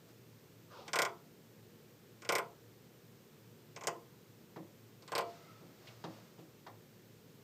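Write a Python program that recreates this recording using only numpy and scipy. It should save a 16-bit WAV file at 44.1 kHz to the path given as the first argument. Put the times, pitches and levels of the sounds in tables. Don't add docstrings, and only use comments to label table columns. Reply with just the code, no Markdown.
import sys
import numpy as np
from scipy import signal
from scipy.fft import rfft, irfft
from scipy.io import wavfile

SR = 44100
rng = np.random.default_rng(int(sys.argv[2]) if len(sys.argv) > 2 else 0)


def output_pcm(signal):
    pcm = np.clip(np.atleast_2d(signal).T, -1, 1) * 32767
    wavfile.write(sys.argv[1], SR, np.round(pcm).astype(np.int16))


N = 327663
TIME = np.arange(N) / SR

# (frequency [Hz], relative density [dB per Hz])
AIR_COLOUR = [(15, -81.5), (25, -48), (79, -16), (93, -24), (119, -8), (148, -3), (233, -10), (260, -11),
              (399, -10.5), (433, -9.5), (684, -22.5), (6730, -31), (10100, -34), (13500, -26.5),
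              (15500, -34)]
AIR_DB = -60.5
# (frequency [Hz], width [Hz], level [dB])
HUM_BANDS = [(112.6, 10, -67), (224.6, 6, -74.5), (360, 7.1, -76.5), (478, 13.6, -77)]

# (frequency [Hz], t60 [s])
ROOM_RING = [(150, 0.24), (500, 0.4), (1000, 0.33), (2000, 0.15), (4000, 0.26), (9000, 0.23)]
# (frequency [Hz], level [dB])
ROOM_TAIL = [(150, -4.5), (500, -4.5), (1200, -7.5), (2500, -6), (6000, -17), (13000, -16)]
# (frequency [Hz], time [s])
NEAR_BUILD_UP = [(500, 0.003), (900, 0.018), (1500, 0.012), (2200, 0.0057), (6000, 0.00037)]
# (frequency [Hz], width [Hz], level [dB])
RECESS_MODES = [(344, 12, 0), (462.6, 18, 9), (564, 35, 4.5), (687, 13.6, 10.5), (952, 47, 6.5),
                (995.4, 79, -13.5), (1014, 20, 4.5), (1044, 102, 12.5), (1102, 10.3, -10), (1333, 53, 6),
                (1351, 90, -16.5), (1335, 23, 8), (1425, 48, 5.5), (1782, 85, -10.5), (1995, 49, 11),
                (2116, 43, 4.5), (2264, 200, 8), (2950, 13, 2), (4670, 190, 3), (5330, 480, 6)]

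# (peak time [s], level [dB], rise [s], fall [s])
RUSTLE_SWELLS = [(.095, -64.5, .04, 0.045), (5.3, -60.5, .12, 0.61), (5.88, -63, 0.13, 0.18),
                 (6.14, -62, 0.24, .35)]
# (frequency [Hz], relative density [dB per Hz])
RUSTLE_COLOUR = [(300, -17), (600, 3), (900, -4), (1300, -3.5), (1650, -7.5), (3000, -10.5), (5000, -10),
                 (6500, -14.5), (12000, -27)]
# (peak time [s], level [dB], rise [s], fall [s])
LINGERING_HISS = (5.5, -64, 0.22, 0.22)
SWELL_DEPTH_DB = 17.5

# (time [s], thud [dB], knock [dB], claw [dB], contact time [s])
PAW_STEPS = [(4.5603, -41.5, -49, -61, 0.0013), (5.61, -52, -68, -78, 0.0053),
             (5.870, -85, -66, -53, 0.002), (6.039, -39.5, -42.5, -49, .0012),
             (6.383, -49, -62, -65, 0.0027), (6.664, -53, -46.5, -56.5, .0018)]
# (frequency [Hz], relative density [dB per Hz])
STEP_COLOUR = [(50, -46), (100, -13.5), (160, 4.5), (230, -5), (330, -3), (600, -2), (1000, 1),
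               (1450, -8.5), (2000, -2), (8000, -15.5)]
# (frequency [Hz], width [Hz], level [dB])
SILL_MODES = [(168, 43, 2), (322.3, 19, 11.5), (380, 11, 9), (1080, 83, -0.5)]

# (time [s], level [dB], mouth resonance [Hz])
CALL_PATH = [(.66, -90, 1250), (.72, -57, 1160), (.77, -53, 959), (.81, -52, 880), (.85, -58, 866),
             (.90, -54, 840)]

# (time [s], clicks [count], first gap [s], later gaps [s],
# body [dB], treble [dB], top [dB], swell [dB per click], accent of the last click [dB],
# treble change of every second click [dB])
CHATTER_BURSTS = [(0.9321, 5, 0.025, 0.031, -33, -36, -44, 0.93, -8, -0.5),
                  (2.2905, 4, .0318, .03, -31.5, -33.5, -40.5, 0, -0.5, -7),
                  (3.81, 3, .0267, .0342, -47.5, -55.5, -68, 2, 11.5, 3.5),
                  (5.1191, 4, .0328, .028, -36.5, -45.5, -51.5, 2.5, -15, 4.5)]
# (body, treble, top) [dB per dB of effort]
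BRIGHTNESS_SLOPES = (1, 1.3, 1.83)
FIRST_CLICK_TOP_DB = -6
# (time [s], level [dB])
MOUTH_SMACKS = [(0.8795, -47.5), (2.2201, -51.5), (2.2489, -51), (3.7623, -48), (5.023, -61), (5.0779, -51)]
SMACK_TREBLE_DB, SMACK_TOP_DB = -2, -27
# (frequency [Hz], relative density [dB per Hz])
CLICK_SPECTRUM = [(80, -33), (150, -8), (270, -16), (350, 0.5), (700, -1.5), (1100, 0.5), (1700, -2),
                  (2300, -5.5), (3300, -3), (5500, -7.5), (8500, -10.5), (11000, -30.5), (13000, -19.5),
                  (15500, -42)]
# (frequency [Hz], width [Hz], level [dB])
HEAD_POSES = [
    [(434, 200, 0), (1435, 180, 6.5), (2190, 500, 2), (3950, 940, -3.5), (7750, 1080, 0)],
    [(1170, 1400, -1), (2670, 490, 1.5), (4170, 1100, -5), (6900, 3600, 11), (11350, 2900, -28)],
    [(1010, 610, 1), (2120, 540, -4.5), (4560, 620, 3.5), (6070, 1500, -4.5), (11930, 1200, 11)],
]
# (start [s], end [s])
HEAD_POSE_SPANS = [(0, 3), (3, 4.5), (4.5, 7)]


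def from_db(db):
    return 10 ** (np.asarray(db) / 20)


def rms_one(x):
    return x / np.sqrt(np.mean(x ** 2) + 1e-20)


def unit_energy(x):
    return x / np.sqrt(np.sum(x ** 2) + 1e-20)


def at_hz(points, hz):
    freqs, values = np.transpose(points)
    return np.interp(np.log(np.maximum(hz, 1)), np.log(freqs), values)


def level_curve(rows):
    s, db = np.transpose(rows)[:2]
    inside = (TIME > s[0]) & (TIME < s[-1])
    return from_db(np.interp(TIME, s, db)) * inside


def swell(peak_s, db, rise_s, fall_s):
    away = np.maximum((peak_s - TIME) / rise_s, (TIME - peak_s) / fall_s)
    return from_db(db - SWELL_DEPTH_DB * np.minimum(away, 10))


def butter(x, hz, kind, order=2):
    return signal.sosfilt(signal.butter(order, hz, kind, fs=SR, output="sos"), x)


def bells(x, rows):
    for hz, width_hz, db in rows:
        g = from_db(db / 2)
        k = np.pi * width_hz / SR
        c = -2 * np.cos(2 * np.pi * hz / SR)
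        x = signal.lfilter([1 + k * g, c, 1 - k * g], [1 + k / g, c, 1 - k / g], x + 1e-18)
    return x


def noise(colour):
    hz = np.fft.rfftfreq(N, 1 / SR)
    spectrum = rfft(rng.standard_normal(N)) * from_db(at_hz(colour, hz))
    return rms_one(irfft(spectrum, N))


def resonant_noise(hz, width_hz):
    a, b = butter(rng.standard_normal((2, N)), width_hz / 2, "low")
    phase = 2 * np.pi * np.cumsum(hz * np.ones(N)) / SR
    return rms_one(a * np.cos(phase) + b * np.sin(phase))


def with_colour(response, colour, detail=0.063):
    spectrum = rfft(response)
    hz = np.fft.rfftfreq(len(response), 1 / SR)
    summed = np.cumsum(np.abs(spectrum) ** 2)
    half_hz = 6 + detail * hz / 2
    power = (np.interp(hz + half_hz, hz, summed) - np.interp(hz - half_hz, hz, summed)) / half_hz
    cepstrum = irfft(np.log(from_db(at_hz(colour, hz)) / np.sqrt(power + 1e-12)))
    causal = 2 * cepstrum * (np.arange(len(cepstrum)) < len(cepstrum) // 2)
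    return unit_energy(irfft(spectrum * np.exp(rfft(causal))))


def add(out, s, sound):
    start = int(round(s * SR))
    out[start:start + len(sound)] += sound[:N - start]


def room_response(near_t60, soft_start_db=-10, wet_db=0, build_share=1):
    t = TIME[:SR // 2]
    hz = np.fft.rfftfreq(len(t), 1 / SR)
    edges = np.geomspace(50, SR / 2, 21)
    white = rfft(rng.standard_normal((2, len(t))))
    slowest_s = max(s for _, s in NEAR_BUILD_UP)
    out = 0
    for low, high in zip(edges, edges[1:]):
        centre = np.sqrt(low * high)
        near, far = irfft(white * ((hz >= low) & (hz < high)), len(t))
        peak_s = build_share * at_hz(NEAR_BUILD_UP, centre)
        rise_db = soft_start_db * np.maximum(peak_s - t, 0) / slowest_s
        near = near * from_db(rise_db - 60 * np.maximum(t - peak_s, 0) / near_t60)
        far = far * from_db(-60 * t / at_hz(ROOM_RING, centre)) * (1 - np.exp(-t / peak_s))
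        tail_gain = from_db(at_hz(ROOM_TAIL, centre) + wet_db)
        band = unit_energy(near) + tail_gain * unit_energy(far)
        out = out + unit_energy(band) * np.sqrt(high - low)
    return out


def background():
    hum = sum(from_db(db) * resonant_noise(hz, width_hz) for hz, width_hz, db in HUM_BANDS)
    return from_db(AIR_DB) * noise(AIR_COLOUR) + hum


def rustles():
    return sum(swell(*rustle) for rustle in RUSTLE_SWELLS) * noise(RUSTLE_COLOUR)


def lingering_hiss():
    bands = resonant_noise(1310, 110) + from_db(-9) * resonant_noise(2080, 160)
    return swell(*LINGERING_HISS) * bands


def steps(thud_hz=520, knock_hz=(500, 1900), claw_hz=(1900, 5000), makeup_db=28):
    out, t = np.zeros(N), TIME[:SR // 8]
    response = room_response(near_t60=0.081, soft_start_db=0, wet_db=3.5, build_share=0.42)
    for s, thud_db, knock_db, claw_db, contact_s in PAW_STEPS:
        push = rng.standard_normal(len(t)) * t * np.exp(-t / contact_s)
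        in_room = signal.fftconvolve(push, response)
        hit = bells(with_colour(in_room, STEP_COLOUR, detail=0.11), SILL_MODES)
        thud = butter(hit, thud_hz, "low", order=4)
        knock = butter(hit, knock_hz, "band")
        claw = butter(hit, claw_hz, "band")
        for db, part in [(thud_db, thud), (knock_db, knock), (claw_db, claw)]:
            add(out, s, from_db(db + makeup_db) * unit_energy(part))
    return out


def falling_call():
    s, _, hz = np.transpose(CALL_PATH)
    mouth_hz = np.interp(TIME, s, hz)
    breath = resonant_noise(mouth_hz, 270)
    breath += from_db(-7.5) * resonant_noise(1.4 * mouth_hz, 260)
    breath += from_db(-0.5) * resonant_noise(0.5 * mouth_hz, 170)
    breath += from_db(-6.5) * resonant_noise(3850, 3000)
    return level_curve(CALL_PATH) * rms_one(breath)


def burst_clicks(burst):
    (start, clicks, first_gap_s, gap_s, body_db, treble_db, top_db,
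     swell_db, last_db, second_db) = burst
    k = np.arange(round(clicks))
    times = start + (k > 0) * (first_gap_s + (k - 1) * gap_s)
    effort_db = swell_db * k + last_db * (k == k[-1])
    body, treble, top = np.outer(BRIGHTNESS_SLOPES, effort_db)
    body = body_db + body
    treble = treble_db + treble + second_db * (k % 2)
    top = top_db + top + FIRST_CLICK_TOP_DB * (k == 0)
    return list(zip(times, body, treble, top))


def mouth_clicks():
    smacks = [(s, db, db + SMACK_TREBLE_DB, db + SMACK_TOP_DB) for s, db in MOUTH_SMACKS]
    return smacks + [click for burst in CHATTER_BURSTS for click in burst_clicks(burst)]


def click_parts(response, split_hz=1900, top_hz=10200):
    body = butter(butter(response, split_hz, "low"), split_hz, "low")
    treble = butter(butter(response, split_hz, "high"), split_hz, "high")
    treble = butter(treble, top_hz, "low", order=8)
    top = butter(response, top_hz, "high", order=8)
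    return np.array([unit_energy(part) for part in (body, treble, top)])


def chatter(makeup_db=(28, 26.5, 24.0), pose_change=0.44, crackle=0.36, crackle_s=0.00094):
    out, t = np.zeros(N), TIME[:SR // 100]
    shared, *own = [room_response(near_t60=0.05) for _ in range(len(HEAD_POSES) + 1)]
    for (start, end), pose, change in zip(HEAD_POSE_SPANS, HEAD_POSES, own):
        ringing = with_colour(shared + pose_change * change, CLICK_SPECTRUM)
        parts = click_parts(bells(ringing, RECESS_MODES + pose))
        for s, *levels_db in mouth_clicks():
            if start <= s < end:
                click = from_db(np.add(levels_db, makeup_db)) @ parts
                pulse = crackle * unit_energy(rng.standard_normal(len(t)) * np.exp(-t / crackle_s))
                pulse[0] += 1
                add(out, s, signal.fftconvolve(click, pulse))
    return out


def scene():
    around = background() + rustles() + steps()
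    mouth = lingering_hiss() + falling_call() + chatter()
    return (around + mouth)[None]


def record(dry):
    coloured = bells(dry, [(10100, 1620, -6.5), (12560, 800, -8.5)])
    return signal.sosfilt(signal.ellip(10, 0.3, 70, 15500, fs=SR, output="sos"), coloured)


dry = scene()
out = record(dry)
output_pcm(out)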